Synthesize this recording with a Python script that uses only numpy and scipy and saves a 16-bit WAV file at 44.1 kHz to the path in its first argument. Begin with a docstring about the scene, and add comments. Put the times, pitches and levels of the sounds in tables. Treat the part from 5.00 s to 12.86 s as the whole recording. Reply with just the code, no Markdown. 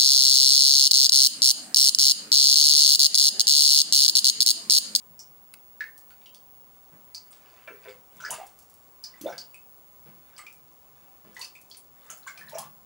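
"""A turtle paddles in a small rock pool inside a cave, beside a floating plastic bottle.
A low hush and a thin electrical whine run throughout. At first drops plink as trapped bubbles ring,
spray ticks, low slops surge and one dry snap cracks close by; then hollow knocks sound as resonant modes.
From about three seconds, repeated strokes bring clusters of plops, three-bubble glugs, gurgle and fizz,
with more drops between them; delayed copies and decaying noise give every water sound a short echo."""
import sys
import numpy as np
from scipy import signal
from scipy.fft import rfft, irfft
from scipy.io import wavfile
from scipy.ndimage import uniform_filter1d

SR = 44100
rng = np.random.default_rng(int(sys.argv[2]) if len(sys.argv) > 2 else 0)


def transcribe(u):
    """Save the signal u as a 16-bit wav file named by the first command-line argument.

    u: samples, shape (n,) or (channels, n), limited to [-1, 1]; the rate is SR.
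    q: integer samples, one column per channel.
    """
    v = np.clip(np.atleast_2d(u).T, -1, 1)
    q = np.round(v * 32767).astype(np.int16)
    wavfile.write(sys.argv[1], SR, q)


N = 346493
TIME = np.arange(N) / SR
EDGE_HZ = 16000  # recorder's upper band edge, also the highest starting pitch of the froth


def amp(db):
    """Decibel law: 20 dB is a factor of ten in amplitude."""
    return 10 ** (np.asarray(db) / 20)


def unit(x):
    """Power normalization: scales to rms 1."""
    return x / np.sqrt(np.mean(x ** 2) + 1e-20)


def read(points, hz):
    """Logarithmic frequency scale: interpolates a spectrum table along it."""
    f, value = np.transpose(points)
    return np.interp(np.log(hz + 1), np.log(f + 1), value)


def curve(rows, column=1):
    """Linear interpolation in time: one column of a table, at every sample."""
    rows = np.array(rows)
    return np.interp(TIME, rows[:, 0], rows[:, column])


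def add(mix, s, sound):
    """Superposition: lays a sound into the mix at s seconds."""
    part = mix[max(round(s * SR), 0):][:len(sound)]
    part += sound[:len(part)]


def colour(x, points):
    """Linear filtering: multiplies the spectrum by a table of gains in dB."""
    gain = amp(read(points, np.fft.rfftfreq(N, 1 / SR)))
    return irfft(rfft(x) * gain, N)


def burst(swell, decay):
    """Exponential damping: half a second of smooth swell to 1, then decay."""
    t = TIME[:SR // 2]
    rise = np.sin(np.pi / 2 * np.minimum(t / swell, 1)) ** 2
    return rise * np.exp(-np.maximum(t - swell, 0) / decay)


def random_sizes(per_s, size_db, most):
    """Poisson-like arrivals: random instants with exponential levels in dB, up to a limit."""
    arrivals = rng.random(N) < per_s / SR
    return arrivals * amp(size_db * np.minimum(rng.exponential(1, N), most))


def ring(hz, decay, swell, rise=0.04, most_rise=1.0):
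    """Bubble resonance: a damped sine whose pitch climbs as the bubble nears the surface."""
    t = TIME[:SR // 5]
    pitch = hz * (1 + most_rise * np.tanh(rise * t / decay / most_rise))
    return burst(swell, decay)[:len(t)] * np.sin(2 * np.pi * np.cumsum(pitch) / SR)


# A drip's bubble swells and decays in the same number of cycles at any pitch.
DRIP_SWELL_CYCLES, DRIP_DECAY_CYCLES = 3.6, 10.5
# Swell and decay are for 1 kHz; larger, lower bubbles swell and ring longer.
BUBBLE_SWELL_S, BUBBLE_DECAY_S, BUBBLE_SIZE_POWER = 0.0025, .0055, .35
GLUG_ENDS_DB = -4  # the first and last bubble against the middle one, before the step per bubble
# Drops that hit the pool and each trap one bubble. Each row: start in seconds, starting pitch in Hz,
# ring level in dB, relative impact level in dB, impact decay time in seconds.
DRIPS = [(0.1922, 5380, -35.5, -36, 0.0007), (0.8059, 1710, -23, -36, 0.0055),
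         (1.1055, 1406, -52, -42, 0.0012), (1.259, 3020, -46, -44, 0.0041),
         (1.3461, 3230, -50.5, -35, 0.00096), (2.1466, 4555, -30.5, -35, 0.0028),
         (2.3087, 8200, -43, -51, 0.00049), (4.0386, 4700, -30, -36, 0.0011),
         (4.3804, 4460, -29, -32.5, 0.0016), (4.5436, 2450, -41.5, -37, 0.00063),
         (5.466, 2320, -37.5, -43, 0.0027), (6.553, 2397, -41, -42.5, 0.00098),
         (6.77, 8830, -38.5, -38, 0.00035), (7.376, 2350, -41.5, -36.5, 0.0024)]
# Air pockets that break into three ever smaller bubbles. Each row: start in seconds, first pitch in Hz,
# level of the middle bubble in dB, gap in seconds, pitch ratio per bubble, level step in dB per bubble.
GLUGS = [(3.238, 1390, -28.5, 0.011, 1.15, -4), (3.297, 712, -33, 0.014, 1.28, -0.5),
         (4.211, 268, -35, .025, 1.15, 0.5), (4.257, 545, -25.5, .0105, 1.216, -6),
         (6.371, 798, -45, .022, 1.16, -0.5), (7.266, 1081, -33, 0.0069, 1.39, 0.5),
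         (7.552, 626, -31.5, .023, 1.27, -5.5)]
# Single bubbles stirred under by the flippers. Each row: start in seconds, starting pitch in Hz,
# peak level in dB.
BUBBLES = [(.812, 1920, -37), (.824, 2055, -36.5), (1.266, 2790, -47.5), (3.202, 1398, -37),
           (3.221, 5940, -44), (3.248, 4780, -33.5), (3.301, 2910, -37), (3.3067, 9270, -26),
           (3.307, 6830, -28), (3.328, 2700, -36), (3.383, 657, -37), (3.399, 738, -31), (4.138, 1890, -46),
           (4.177, 7540, -54), (4.246, 543, -39), (4.265, 3450, -39), (4.286, 1390, -39),
           (4.294, 5580, -47.5), (4.323, 2120, -43.5), (4.325, 1520, -37), (5.364, 4730, -47),
           (5.38, 7840, -41), (5.39, 1177, -42), (5.392, 2005, -41), (6.365, 1880, -34.5),
           (6.413, 4330, -30), (6.419, 2620, -39.5), (6.445, 4770, -40), (6.711, 3210, -45.5),
           (6.713, 4400, -40), (7.099, 1283, -42.5), (7.101, 6500, -33.5), (7.23, 3920, -51),
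           (7.27, 6860, -40), (7.412, 1710, -38), (7.437, 1700, -45), (7.474, 1786, -42.5),
           (7.485, 3880, -44.5), (7.52, 850, -42), (7.53, 587, -37), (7.547, 5580, -41),
           (7.583, 9840, -34.5), (7.586, 3180, -45.5), (7.626, 1070, -38)]


def all_bubbles():
    """Size scaling: rows of start s, pitch Hz, level dB, decay s and swell s; low bubbles last longer."""
    stirred = list(BUBBLES)
    for s, hz, db, gap, ratio, step_db in GLUGS:
        for k in range(3):
            level = db + step_db * (k - 1) + GLUG_ENDS_DB * abs(k - 1)
            stirred.append((s + k * gap, hz * ratio ** k, level))
    rows = [(s, hz, db, DRIP_DECAY_CYCLES / hz, DRIP_SWELL_CYCLES / hz) for s, hz, db, _, _ in DRIPS]
    for s, hz, db in stirred:
        slow = (1000 / hz) ** BUBBLE_SIZE_POWER
        rows.append((s, hz, db, BUBBLE_DECAY_S * slow, BUBBLE_SWELL_S * slow))
    return rows


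def bubbles(froth_db=-10, froth_octaves=0.78, froth_tilt_db=-17, froth_cycles=5, scatter=1.6,
            spatter_s=0.0086, small_gain_db=15.0, count=14):
    """Bubble resonance: each sheds a froth of mostly higher, shorter ones; small bubbles shed the most."""
    out, t = np.zeros(N), TIME[:SR // 25]
    for s, hz, db, decay, swell in all_bubbles():
        add(out, s, amp(db) * ring(hz, decay, swell))
        for k, (size, late, phase) in enumerate(rng.random((count, 3))):
            octaves = froth_octaves * ((k + size) / count) ** 1.18 - .04
            pitch = min(hz * 2 ** octaves, EDGE_HZ)
            level = db + froth_db + froth_tilt_db * octaves
            level += small_gain_db * np.log2(min(hz, 5000) / 3000)
            shape = np.exp(-pitch * t / froth_cycles) * (1 - np.exp(-pitch * t))
            delay = swell / 2 + late ** 1.5 * (spatter_s + scatter * (swell + decay))
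            add(out, s + delay, amp(level) * shape * np.sin(2 * np.pi * (pitch * t + phase)))
    return out


# Centre of the impact for a 1 kHz drip that decays in 1 ms; small, quick drops are brighter.
IMPACT_HZ, IMPACT_PITCH_POWER, IMPACT_BRIEF_POWER = 3560, 0.51, 0.31
TICK_DECAY_S, TICK_SIZE_POWER = 0.019, 0.77  # decay at 1 kHz; larger, duller drops splat for longer
# Spray striking the surface. Each row: start in seconds, relative level in dB, centre of the tick in Hz.
TICKS = [(.978, -39.5, 9300), (1.2132, -54, 2600), (2.3274, -47, 3380), (3.168, -47, 8700),
         (3.2044, -41.5, 4500), (3.3054, -25, 8300), (3.466, -42, 7750), (3.5893, -42.5, 8700),
         (3.6246, -48, 8100), (3.699, -46.5, 8600), (3.74, -46, 9000), (4.212, -41.5, 4430),
         (4.214, -31, 11100), (5.3806, -41.5, 3360), (5.526, -43.5, 10000), (6.3467, -47.5, 6800),
         (6.367, -42.5, 4000), (6.394, -36, 6960), (6.413, -35.5, 4070), (6.418, -36, 9000),
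         (6.444, -38.5, 7040), (6.614, -41.5, 12100), (6.7, -44.5, 7800), (6.746, -45, 3700),
         (7.1017, -36, 8460), (7.1755, -40, 11200), (7.276, -40.5, 4060), (7.495, -39, 8700),
         (7.5843, -27, 7760)]


def all_impacts():
    """Size scaling: rows of start s, relative dB, centre Hz and decay s; brighter impacts are briefer."""
    rows = []
    for s, hz, _, db, decay in DRIPS:
        brightness = (hz / 1000) ** IMPACT_PITCH_POWER * (.001 / decay) ** IMPACT_BRIEF_POWER
        rows.append((s, db, IMPACT_HZ * brightness, decay))
    for s, db, hz in TICKS:
        rows.append((s, db, hz, TICK_DECAY_S * (1000 / hz) ** TICK_SIZE_POWER))
    return rows


def ticks(spread=1.66, level_db=-5):
    """Broadband impact: a drop's blow on the surface is a brief burst of band-passed noise."""
    out = np.zeros(N)
    for s, db, hz, decay in all_impacts():
        edges = [hz / max(spread, 1.1), min(hz * spread, SR / 2 - 2000)]
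        band = signal.butter(2, edges, "band", fs=SR, output="sos")
        envelope = burst(0.00037, decay)
        tick = envelope * signal.sosfilt(band, rng.standard_normal(SR // 2))
        add(out, s, amp(db + level_db) * np.linalg.norm(envelope) * tick / np.linalg.norm(tick))
    return out


# How strongly strokes stir the surface. Each row: time of the peak in seconds, relative level in dB,
# time in seconds to build up by 8.7 dB.
STROKES = [(2.6, -57.5, 0.27), (2.885, -49.5, 0.0546), (3.235, -55.5, 0.0565), (3.334, -42.5, 0.065),
           (3.4, -49, 0.0962), (4.33, -53.5, 0.1646), (5.41, -60.5, 0.14), (6.05, -68, 0.24),
           (6.425, -51, 0.06), (7.117, -50, 0.06), (7.29, -51, 0.0454), (7.4, -50.5, 0.05),
           (7.598, -46, 0.0773)]
SETTLE, CALM_DB = 0.5, -88  # settling time as a share of the build-up; relative level of the calm pool


def stir():
    """Addition of powers: each stroke builds up and settles exponentially over the calm of the pool."""
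    power = amp(CALM_DB) ** 2
    for s, db, build in STROKES:
        distance = np.maximum(s - TIME, (TIME - s) / SETTLE)
        power = power + (amp(db) * np.exp(-distance / build)) ** 2
    return np.sqrt(power)


def gurgle(per_s=170, size_db=3, low_hz=1000, high_hz=3400, level_db=-14, count=16):
    """Random superposition of resonances: middling bubbles ring while the surface is stirred."""
    pops = random_sizes(per_s, size_db, 3) * stir()
    kind, out = rng.integers(0, count, N), np.zeros(N)
    for k, hz in enumerate(np.geomspace(low_hz, high_hz, count)):
        bubble = ring(hz, DRIP_DECAY_CYCLES / hz, DRIP_SWELL_CYCLES / hz)
        out += signal.oaconvolve(pops * (kind == k), bubble / np.linalg.norm(bubble))[:N]
    return amp(level_db) * np.sqrt(SR / per_s) * out


# Colour of the fizz. Each row: frequency in Hz, gain in dB.
FIZZ_COLOUR = [(200, -3), (500, 3), (1500, 6.5), (3000, -0.5), (6000, -5.5), (11000, -8.5), (15000, -5)]


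def fizz(per_s=1300, size_db=5.0, cycles=4, level_db=-4.0, count=24):
    """Random superposition of damped sines: countless tiny bubbles on the stirred surface."""
    pops = random_sizes(per_s, size_db, 4) * rng.choice([-1, 1], N)
    kind, t, out = rng.integers(0, count, N), TIME[:SR // 25], np.zeros(N)
    for k, hz in enumerate(np.geomspace(400, 14000, count)):
        bubble = hz * np.exp(-hz * t / cycles) * np.sin(2 * np.pi * hz * t)
        out += signal.oaconvolve(pops * (kind == k), bubble)[:N]
    return amp(level_db) * stir() * unit(colour(out, FIZZ_COLOUR))


# Water heaved aside by a stroke. Each row: start in seconds, level in dB, swell time in seconds,
# decay time in seconds, frequency in Hz above which it dulls.
SLOPS = [(.02, -57, 0.048, 0.26, 130), (.62, -58, 0.026, .07, 85), (1.91, -56.5, 0.027, 0.042, 2500),
         (2.943, -65, 0.024, 0.043, 600), (3.141, -57, 0.011, 0.043, 300), (3.3, -55.5, .0057, 0.045, 280),
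         (4.301, -58.5, 0.013, 0.069, 400), (5.053, -54, .0084, 0.059, 5030),
         (6.244, -55, 0.0025, .075, 4000), (7.08, -62, .02, 0.049, 200), (7.38, -55, 0.05, 0.098, 191),
         (7.579, -52, 0.019, 0.15, 165)]
# Colour of the slops. Each row: frequency in Hz, relative gain in dB.
SLOP_COLOUR = [(60, -29), (130, -0.5), (220, -0.5), (380, -3.5), (700, -11.5), (2500, -18.5), (6000, -26),
               (14000, -57)]


def slops():
    """Room-mode excitation: dull surges of displaced water boom a little at the cave's standing waves."""
    out, hz = np.zeros(N), np.fft.rfftfreq(SR // 2, 1 / SR)
    shape = unit(amp(standing_waves(hz) + read(SLOP_COLOUR, hz)))
    for s, db, swell, decay, top_hz in SLOPS:
        dulling = np.sqrt(1 + (hz / top_hz) ** 6)
        boom = irfft(rfft(rng.standard_normal(SR // 2)) * shape / dulling, SR // 2)
        add(out, s, amp(db) * burst(swell, decay) * boom)
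    return out


# Hollow knocks and scuffs. Each row: start in seconds, relative level in dB, swell time in seconds,
# decay time in seconds, tilt in dB per octave.
KNOCKS = [(2.675, -35, 0.0011, 0.0064, 6.5), (2.699, -45.5, 0.0014, 0.022, -44),
          (2.737, -52, 0.0013, 0.0044, 4), (2.853, -43, 0.00167, 0.0073, -1),
          (2.869, -39.5, 0.004, 0.016, -10)]
# Modes they ring with. Each row: frequency in Hz, width in Hz, relative level in dB.
HOLLOW = [(408, 33, -0.5), (513, 15.5, 2), (667, 65, -0.5), (990, 73, -4), (1390, 32, -1), (1543, 53, -0.5),
          (1870, 130, 3), (2080, 180, -4), (2360, 110, 3.5), (3120, 250, -40)]


def knocks(level_db=-2, blow=0.49):
    """Modal excitation: a blow and a scuff ring a hollow body; briefer contacts are more blow."""
    out, t = np.zeros(N), TIME[:SR // 8]
    for s, db, swell, decay, tilt in KNOCKS:
        body = np.zeros(len(t))
        for k, (hz, width, level) in enumerate(HOLLOW):
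            gain = (-1) ** k * amp(level + tilt * np.log2(hz / 1000)) * np.sqrt(width)
            body += gain * np.exp(-np.pi * width * t) * np.sin(2 * np.pi * hz * t)
        envelope = burst(swell, decay)
        contact = envelope * rng.standard_normal(SR // 2)
        contact[round(swell * SR)] += blow / np.sqrt(decay)
        sound = signal.fftconvolve(contact, body)
        add(out, s, amp(db + level_db) * np.linalg.norm(envelope) * sound / np.linalg.norm(sound))
    # a small body radiates no bass
    return signal.sosfilt(signal.butter(2, 280, "high", fs=SR, output="sos"), out)


# One dry snap close to the microphone: start in seconds, level in dB before colouring,
# decay time in seconds.
SNAP = (.5393, -32, 0.0019)
# Colour of the snap. Each row: frequency in Hz, gain in dB.
SNAP_COLOUR = [(300, -40), (1200, 1.5), (2500, 2), (3400, -6.5), (4400, 5), (6000, -10), (9500, -0.5),
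               (15000, -12)]


def snap():
    """Transient noise: a tiny crack of random signs with a rapid exponential decay."""
    out = np.zeros(N)
    s, db, decay = SNAP
    add(out, s, amp(db) * burst(0.00013, decay) * rng.choice([-1, 1], SR // 2))
    return colour(out, SNAP_COLOUR)


def far_drips(per_s=14, size_db=4, level_db=-73):
    """Random impulses: faint high ticks from droplets all round the cave."""
    drops = random_sizes(per_s, size_db, 3)
    tick_colour = [(1500, -40), (5000, -11), (10000, -22), (15000, 19.5)]  # (Hz, dB)
    return amp(level_db) * unit(colour(drops, tick_colour))


# Decay of the near tail. Each row: frequency in Hz, time in seconds to fall by 60 dB.
CAVE = [(150, 0.14), (600, 0.24), (1800, 0.25), (5000, 0.22), (9000, 0.2), (15000, 0.014)]
# First echoes. Each row: delay in seconds, gain relative to the direct sound.
WALLS = [(.0058, 0.2), (.0098, 0.26), (.0121, 0.22), (0.0199, .2), (.0335, .24)]


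def cave(x, tail_db=-3, deep_db=-20, deep_t60=0.87, onset=0.00094, width=0.19):
    """Reverberation: early echoes off the nearest rock, a short dense tail, a faint longer one from deep."""
    t = TIME[:SR]
    taps = rng.choice([-1., 1.], (2, SR)) * (rng.random((2, SR)) < 4000 / SR)
    hz, frame_s, z = signal.stft(taps, SR, nperseg=256)
    decay = amp(-60 * frame_s / read(CAVE, hz)[:, None])
    near = signal.istft(z * decay, SR, nperseg=256)[1][:, :SR]
    near = near * (1 - np.exp(-t / onset))
    deep = taps[:, ::-1] * amp(-60 * t / deep_t60)
    mid, side = (amp(tail_db) * unit(near) + amp(deep_db) * unit(deep)) / np.sqrt(SR)
    mid[0] += 1  # direct sound
    for delay, gain in WALLS:
        mid[round(delay * SR)] += gain
    mid, side = (signal.fftconvolve(x, response)[:N] for response in (mid, side))
    # frequency shaping of the difference between the two microphones
    side = width * colour(side, [(300, 3.5), (1600, 3), (4000, -3), (10000, 14.5)])
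    return np.array([mid + side, mid - side])


# Standing waves of the cave. Each row: frequency in Hz, width in Hz, lift in dB.
AIR_MODES = [(76.6, 9.3, 9.5), (108.4, 9, 4), (140, 15.4, 9.5), (206.6, 5.3, 10), (774.7, 19, 10),
             (1028, 12, 9.5)]


def standing_waves(hz):
    """Modal resonance: how much the cave lifts each frequency, in dB."""
    return sum(lift / (1 + (2 * (hz - f) / width) ** 2) for f, width, lift in AIR_MODES)


# Hush spectrum before the standing waves. Each row: frequency in Hz, relative density in dB per Hz.
HUSH = [(10, -23), (22, 1), (45, 2), (120, -0.5), (400, 2), (1200, 0), (1600, -9.5), (4200, -13),
        (6500, -9.5), (14000, -12.5), (15500, -44)]
# Hush level over time. Each row: time in seconds, level in dB against the mid signal in 300 to 1200 Hz.
HUSH_DB = [(0, -65.5), (3.3, -65), (4.8, -65), (7, -66), (7.86, -65.5)]
# Stereo likeness of the hush. 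Each row: frequency in Hz, left-right correlation.
HUSH_SAME = [(30, 1), (120, 0.65), (500, 0.47), (1500, 0.78), (4000, 0.95), (12000, 0.07)]


def hush(level_db=0):
    """Partly coherent noise: the cave's air, lifted at its standing waves and shared by both sides."""
    hz = np.fft.rfftfreq(N, 1 / SR)
    same = np.clip(read(HUSH_SAME, hz), 0, 1)
    shape_db = read(HUSH, hz) + standing_waves(hz)
    noise = rfft(rng.standard_normal((2, N))) * amp(shape_db)
    mid, side = noise * np.sqrt([1 + same, 1 - same])
    body = np.std(irfft(mid * ((hz > 300) & (hz < 1200)), N))
    return irfft(np.array([mid + side, mid - side]), N) / body * amp(curve(HUSH_DB) + level_db)


WHINE_HZ = 15686  # mean pitch
# Course of the whine. Each row: time in seconds, relative level in dB, left minus right in dB.
WHINE = [(0, -55.5, 6.0), (0.7, -54, 2.5), (1.7, -55.0, 1), (2.3, -57, 6), (2.8, -59, 7), (3.15, -56.5, 3),
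         (3.5, -62.0, 10), (4.1, -56.5, 2), (4.7, -55, 7), (5.6, -56.5, 4), (6.7, -60.5, 10.5),
         (7.2, -56.5, 8), (7.86, -56, 9)]


def whine(waver_hz=3.5, flutter_db=1.4, level_db=1):
    """Frequency and amplitude modulation: a thin electrical tone wavers and shifts between the sides."""
    drift, *flutter = unit(uniform_filter1d(rng.standard_normal((3, N)), size=6000))
    tone = np.sqrt(2) * np.sin(2 * np.pi * np.cumsum(WHINE_HZ + waver_hz * drift) / SR)
    pan = curve(WHINE, 2)
    side_db = flutter_db * np.array(flutter) + np.array([pan, -pan]) / 2
    return tone * amp(curve(WHINE) + level_db + side_db)


def scene():
    """Superposition: water reverberates in the cave; the near snap is mostly direct."""
    water = bubbles() + ticks() + knocks() + slops() + fizz() + gurgle() + far_drips()
    near = snap()
    return cave(water + amp(-9.5) * near) + near + hush() + whine()


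def record(dry):
    """Band limitation: the recorder's linear-phase low-pass."""
    low_pass = signal.firwin(1023, EDGE_HZ, window=("kaiser", 9), fs=SR)
    return signal.oaconvolve(dry, low_pass[None], "same")


dry = scene()
out = record(dry)
transcribe(out)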